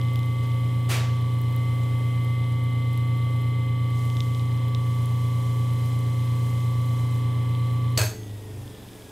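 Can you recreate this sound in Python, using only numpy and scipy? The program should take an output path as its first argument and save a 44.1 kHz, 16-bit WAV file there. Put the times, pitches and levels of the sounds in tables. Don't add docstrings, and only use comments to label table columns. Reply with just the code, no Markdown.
import sys
import numpy as np
from scipy import signal
from scipy.fft import rfft, irfft, next_fast_len
from scipy.io import wavfile
from scipy.ndimage import uniform_filter1d

SR = 44100
rng = np.random.default_rng(int(sys.argv[2]) if len(sys.argv) > 2 else 0)


def inscribe(sig):
    pcm = np.round(np.clip(np.atleast_2d(sig).T, -1, 1) * 32767)
    wavfile.write(sys.argv[1], SR, pcm.astype(np.int16))


def voltage_ratio(decibels):
    exponent = np.asarray(decibels, float) / 20
    return 10 ** exponent


N = 401745
T = np.arange(N) / SR
OFF_S, DRAG_PER_S = 7.975, .203
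MAINS_HZ, SHAFT_HZ, WARMING_HZ_PER_S = 59.98, 27.859, .004
BARS = 37
# pitch_hz, level_db (per Hz)
LAMINATION_COLOUR = [(40, -3), (100, 2.5), (250, -2), (450, -1.5), (680, -11.5), (800, -7), (1000, -10),
                     (1500, -23.5), (2100, -20), (2700, -27), (3200, -19), (4100, -28.5), (4500, -48),
                     (9000, -54)]


def level(x, db):
    return x * voltage_ratio(db) / np.sqrt(np.mean(x ** 2))


def walk(rate):
    points = rng.standard_normal(int(N / SR * rate) + 2)
    k = (T * rate).astype(int)
    blend = .5 - .5 * np.cos(np.pi * (T * rate - k))
    return 0.81 * (points[k] + blend * (points[k + 1] - points[k]))


def noise(colour, side_db):
    hz, db = np.transpose(colour)
    n = next_fast_len(N)
    bin_hz = np.arange(n // 2 + 1) * SR / n
    gain = voltage_ratio(np.interp(np.log(bin_hz + 1), np.log(hz), db, left=-60, right=-90))
    mid, side = (level(irfft(rfft(rng.standard_normal(n)) * gain, n)[:N], 0) for _ in range(2))
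    return mid + voltage_ratio(side_db) * side * np.array([[1], [-1]])


def ring(x, hz, t60):
    pole = np.exp(2j * np.pi * min(hz, .45 * SR) / SR - np.log(1000) / (t60 * SR))
    return signal.lfilter([1], [1, -pole], x, axis=-1).imag


def hits(times, db):
    x = np.zeros(N)
    np.add.at(x, (np.atleast_1d(times) * SR).astype(int), voltage_ratio(db))
    return x


def tone(phase, hz, db, flutter_db):
    # pitch_hz, difference_db, phase_rad
    ports = [(130, -26.5, 1.7), (268, -7, 2.1), (500, -9.5, 1.93), (1100, -15.5, 3), (2010, -12, 1.2),
             (4020, -46, 6.6)]
    at, side_db, lag = np.transpose(ports)
    side = voltage_ratio(np.interp(hz, at, side_db)) * np.exp(1j * np.interp(hz, at, lag))
    start = 2 * np.pi * rng.random()
    z = np.sqrt(2) * voltage_ratio(db + flutter_db * walk(5.5)) * np.exp(1j * (phase + start))
    return np.array([(z * (1 + side)).imag, (z * (1 - side)).imag])


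def resonate(x, modes):
    out = 0
    for k, (hz, width, db) in enumerate(modes):
        t60 = np.log(1000) / (np.pi * width)
        out = out + (-1) ** k * voltage_ratio(db) * width * ring(x, hz, t60)
    return level(out, 0)


def coasting(held_db, freed_db, fade_db_per_s):
    freed_s = 0.063
    after = np.maximum(T - OFF_S, 0)
    return held_db + (freed_db - held_db) * np.minimum(after / freed_s, 1) - fade_db_per_s * after


def magnetism(mains, shaft, power):
    # time_s, height (0 aside of the motor, 1 above it)
    hand = [
        (.5, 0.027),
        (1.2, 0.84),
        (1.7, 0),
        (2.5, 0),
        (3.9, 0),
        (4.3, 0.41),
        (4.8, 0.89),
        (8, 0.91),
    ]
    # mains_multiple, shaft_multiple, aside_db, above_db
    hum = [(2, -1, -37, -37), (2, 0, -23, -23), (2, 1, -48, -47), (2, 2, -47, -47), (2, 3, -57, -55),
           (4, -1, -62, -58), (4, 0, -50, -51), (4, 1, -46, -46), (4, 2, -60, -61)]
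    # mains_multiple, bar_pass_multiple, aside_db, above_db, throb_depth (once a turn)
    whine = [(-2, 1, -58, -58, 0), (0, 1, -67, -56, 1), (2, 1, -44, -44, .11), (4, 1, -65, -67, 0),
             (0, 2, -47, -54, .27), (2, 2, -61, -64, 0), (-2, 3, -61, -62, .3), (0, 3, -63, -64, 1.2),
             (2, 3, -62, -70, .4), (4, 3, -75, -71, 0), (6, 3, -68, -66, .4), (-2, 4, -69, -65, .7),
             (0, 4, -67, -65, .8)]
    wobble_orders = (1, 2, 3, 4, 5, 7, 9, 11, 12, 15, 18, 19)
    wobble_db = (-62.5, -56, -48.5, -41.5, -50.5, -58.5, -67, -54, -69, -54, -62, -52.5)

    above = np.clip(np.interp(T, *np.transpose(hand)), -.5, 1.5)
    lines = [(*row, 0) for row in hum]
    lines += [(a, k * BARS, *rest) for a, k, *rest in whine]
    out = 0
    for a, b, aside_db, above_db, throb in lines:
        db = aside_db + above * (above_db - aside_db)
        flutter_db = -.03 * (aside_db + 10)
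        line = tone(a * mains + b * shaft, a * MAINS_HZ + b * SHAFT_HZ, db, flutter_db)
        out = out + line * (1 + throb * np.sin(shaft + 2 * np.pi * rng.random()))
    for b, db in zip(wobble_orders, wobble_db):
        out = out + tone(b * shaft, b * SHAFT_HZ, db, flutter_db=-0.05)

    gate = 1 + 0.37 * np.sin(2 * mains)
    buzz = voltage_ratio(-49.5 + 1.0 * walk(5.5)) * gate * noise(LAMINATION_COLOUR, side_db=-0.5)
    clatter_gate = 1 + 0.94 * np.sin(2 * mains)
    return power * (out + buzz + clatter_gate * clatter(shaft))


def clatter(shaft):
    hz, db = np.transpose(LAMINATION_COLOUR)
    orders = np.arange(1, 170)
    order_db = np.interp(np.log(orders * SHAFT_HZ), np.log(hz), db)
    size = voltage_ratio(order_db + 4.0 * rng.standard_normal(len(orders))) * (orders > 60)
    phases = np.exp(2j * np.pi * rng.random(len(orders)))
    pattern = irfft(np.r_[0, size * phases], 4096)
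    turn = shaft / (2 * np.pi) % 1
    return level(np.interp(turn, np.arange(4096) / 4096, pattern, period=1), -56.5)


def rotor(shaft):
    # pitch_hz, width_hz, level_db
    bench = [(103.9, 9.1, 8.5), (124, 9.2, 1.5), (79, 9.8, -20)]
    # pitch_hz, width_hz, level_db
    frame = [(57, 27, -13), (188.6, 9.7, 4), (218, 14, -0.5), (245, 28, -2.5), (295, 12.4, 5),
             (350.3, 5.3, 4), (362, 24, -4), (432.3, 10, 5.5), (780, 180, -25.5)]
    # time_s, extra_db, half_width_s
    shakes = [
        (8.33, 5.5, 0.078),
        (8.6, 9, 0.095),
        (8.87, 4, .04),
        (9.02, 2, .05),
    ]
    # held_db, freed_db, fade_db_per_s
    whistle_levels = (-70, -61.5, 4.5)

    shake_db = sum(db * np.exp(-((T - s) / half) ** 2) for s, db, half in shakes)
    bench_db = coasting(held_db=-69, freed_db=-38.5, fade_db_per_s=9) + shake_db
    frame_db = coasting(held_db=-63, freed_db=-46, fade_db_per_s=3)
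    whistle_db = coasting(*whistle_levels)
    turns = np.flatnonzero(np.diff(np.floor(shaft / (2 * np.pi))))
    knocks = hits(turns / SR, .8 * rng.standard_normal(len(turns)))
    whistle = tone(2 * BARS * shaft, 1800, whistle_db + 2.5 * walk(18), flutter_db=2) * (T > OFF_S)
    return voltage_ratio(bench_db) * resonate(knocks, bench) + voltage_ratio(frame_db) * resonate(knocks, frame) + whistle


def switch():
    # time_s, level_db
    snaps_table = [
        (7.9753, -17.5),
        (7.9767, -20.5),
        (7.979, -16.5),
        (7.989, -27.5),
        (8.015, -22),
        (8.035, -44),
        (8.059, -53),
    ]
    # pitch_hz, level_db
    snap_colour = [(150, -27), (250, -2.5), (443, -3.5), (2250, -7.5), (2460, -7), (3080, -11.5),
                   (4430, -9), (5090, -11.5), (6480, -10.5), (13000, -18.5), (15700, -22)]
    # pitch_hz, level_db, t60_s
    metal_modes = [(442, -5.5, 0.097), (625, -5, 0.12), (1613, -2, 0.064), (2570, -7, 0.087),
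                   (4260, -11, 0.065), (4395, -4, 0.063), (4530, -4.5, 0.067), (6480, -4, 0.081),
                   (6670, -10, .07), (7680, -2, 0.034), (8250, -16, 0.11), (10000, -12, 0.062),
                   (11900, -9, .06), (13100, -4, .04)]
    # start_s, pitch_hz, level_db, t60_s
    spring_mode = (8.046, 6412, -42.5, 0.63)
    # pitch_hz, level_db, t60_s
    thump_modes = [(114.1, -15.5, 0.49), (94, -18, 0.35)]
    thump_s, thump_rise_s, room_t60_s = 7.994, 0.014, 0.37

    s, db = np.transpose(snaps_table)
    snaps = hits(s, db)
    crack = signal.lfilter([1], [1, -np.exp(-1 / (0.00093 * SR))], snaps)
    tail = signal.lfilter([1], [1, -np.exp(-np.log(1000) / (room_t60_s * SR))], snaps)
    body = (crack + voltage_ratio(-17.5) * tail) * noise(snap_colour, side_db=-11.0)
    rattle = (crack + voltage_ratio(-7.5) * tail) * rng.standard_normal(N)
    metal = sum(voltage_ratio(mode_db - 36.5) * ring(rattle, hz, t60) for hz, mode_db, t60 in metal_modes)

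    rise = 1 - np.exp(-np.maximum(T - thump_s, 0) / thump_rise_s)
    thump = 0
    for k, (hz, mode_db, t60) in enumerate(thump_modes):
        thump = thump + (-1) ** k * rise * ring(hits(thump_s, mode_db), hz, t60)
    start_s, spring_hz, spring_db, spring_t60 = spring_mode
    spring = sum(ring(hits(start_s, spring_db - 4 * k), spring_hz + k * 5.3, spring_t60) for k in (0, 1))
    lever = ring(hits(s[0], -15.0), 4490, .04) + ring(hits(s[1], -21.5), 7680, 0.028)
    return body + metal + lever + thump + spring


def bearing(shaft):
    # start_s, level_db
    rub_steps = [
        (0, -62),
        (2.2, -64.5),
        (3.93, -55),
        (4.43, -60),
        (4.8, -55),
        (7.22, -60),
        (8.5, -58.5),
    ]
    # pitch_hz, level_db (per Hz)
    rub_colour = [(3000, -12), (4500, 3.5), (6500, 5), (10000, 3), (14000, 0), (15800, -11)]
    # pitch_hz, t60_s, level_db
    sleeve_mode = (3450, 0.0039, -58.5)
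    # time_s, peak_db
    tap_table = [(0.0144, -32), (0.05, -37), (0.0854, -37), (0.1578, -30.5), (0.192, -34), (0.2319, -35),
                 (0.4454, -39), (0.5194, -38), (4.1007, -31.5), (4.169, -30), (4.2053, -23.5),
                 (4.3485, -31.5), (4.396, -34), (4.5755, -38), (4.682, -38), (4.7485, -26.5), (8.233, -38),
                 (8.2806, -42), (8.678, -38), (8.8877, -39), (8.9336, -39), (9.0224, -38)]
    # time_s, peak_db, pitch_hz
    grit_table = [(0.1351, -41, 13500), (0.1595, -36, 12200), (0.1925, -40, 13400), (0.2618, -41, 13100),
                  (1.4162, -34, 14400), (1.5265, -45, 12900), (1.5634, -32, 13200), (2.2473, -40, 12400),
                  (2.6394, -42, 10900), (2.9313, -40, 12400), (2.9762, -35, 11400), (4.054, -39, 11100),
                  (4.6853, -43, 13300), (5.021, -43, 10300), (5.0584, -34, 10600), (5.8591, -40, 12000),
                  (5.9914, -38, 10200)]

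    s, db = np.transpose(rub_steps)
    rub_db = uniform_filter1d(db[np.searchsorted(s[1:], T)], int(.1 * SR))
    lean = 1 + 0.092 * np.sin(shaft)
    rub = voltage_ratio(rub_db + 1.1 * walk(13)) * lean * noise(rub_colour, side_db=-22)
    grains = rng.standard_normal(N) * voltage_ratio(3.4 * rng.exponential(size=N)) * lean
    sleeve_hz, sleeve_t60, sleeve_db = sleeve_mode
    sleeve = level(ring(grains, sleeve_hz, sleeve_t60), sleeve_db) * voltage_ratio(1.6 * walk(14))

    tap_hz = 3500 + 170 * rng.standard_normal(len(tap_table))
    taps = 0
    for (s, db), hz in zip(tap_table, tap_hz):
        taps = taps + ring(hits(s, 1.3 * db + 13), hz, .005) + ring(hits(s, 1.3 * db + 5), 1.4 * hz, .003)
    taps = signal.sosfilt(signal.butter(2, (2400, 7500), "band", fs=SR, output="sos"), taps)

    count = 45
    when = OFF_S * rng.random(count)
    size, pitch = rng.standard_normal((count, 2)).T
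    fine = zip(when, -44.5 + 1.5 * size, 11900 + 1500 * pitch)
    ticks = sum(ring(hits(s, db + 8.5), hz, 0.0015) for s, db, hz in [*grit_table, *fine])
    return rub + sleeve + taps + ticks * voltage_ratio(np.array([[-4.0], [3.0]]))


def scuff():
    # start_s, peak_db, fall_db_per_s
    drags = [
        (.42, -38, 402),
        (0.886, -23, 108),
    ]
    # pitch_hz, level_db
    body_colour = [(300, -3), (450, -2.5), (900, -4), (1500, -5.5), (2300, -3), (4000, -7.5), (7000, -14),
                   (12000, -41)]
    # pitch_hz, level_db
    edge_colour = [(4000, -29), (7000, -5), (12000, -7), (15800, -17)]
    rise_s, edge_db, edge_fall = 0.024, -5, 1.7

    body, edge = 0, 0
    for s, db, fall_db in drags:
        after = np.maximum(T - s, 0)
        rise = (1 - np.exp(-after / rise_s)) ** 1.27
        body = body + rise * voltage_ratio(db - fall_db * after)
        edge = edge + rise * voltage_ratio(db + edge_db - edge_fall * fall_db * after)
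    grit = voltage_ratio(1.1 * walk(300))
    return grit * (body * noise(body_colour, side_db=-17.5) + edge * noise(edge_colour, side_db=-18))


def room_air():
    # pitch_hz, level_db (per Hz)
    air_colour = [(25, -21), (39, -15), (58, -5), (110, -9.5), (300, -9.5), (500, -11.5), (1000, -18.5),
                  (1400, -24.5), (2600, -24.5), (4200, -35.5), (5000, -28.5), (6200, -37.5), (8000, -30),
                  (13000, -33), (15700, -36)]
    return voltage_ratio(-47.5 + 1.3 * walk(3.26)) * noise(air_colour, side_db=-13.5)


def scene():
    after = np.maximum(T - OFF_S, 0)
    speed_hz = (SHAFT_HZ + WARMING_HZ_PER_S * T) * np.exp(-DRAG_PER_S * after)
    shaft = 2 * np.pi * np.cumsum(speed_hz) / SR
    mains = 2 * np.pi * MAINS_HZ * T
    power = np.exp(-after / 0.011)
    air = room_air()
    return magnetism(mains, shaft, power) + rotor(shaft) + bearing(shaft) + switch() + scuff() + air


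def roll_off(x):
    return signal.sosfilt(signal.butter(12, 15830, fs=SR, output="sos"), x)


def record(dry):
    mid, side = (dry[0] + dry[1]) / 2, (dry[0] - dry[1]) / 2
    side = signal.lfilter(*signal.butter(1, 9000, fs=SR), side)
    return roll_off(np.array([mid + side, mid - side]))


dry = scene()
out = record(dry)
inscribe(out)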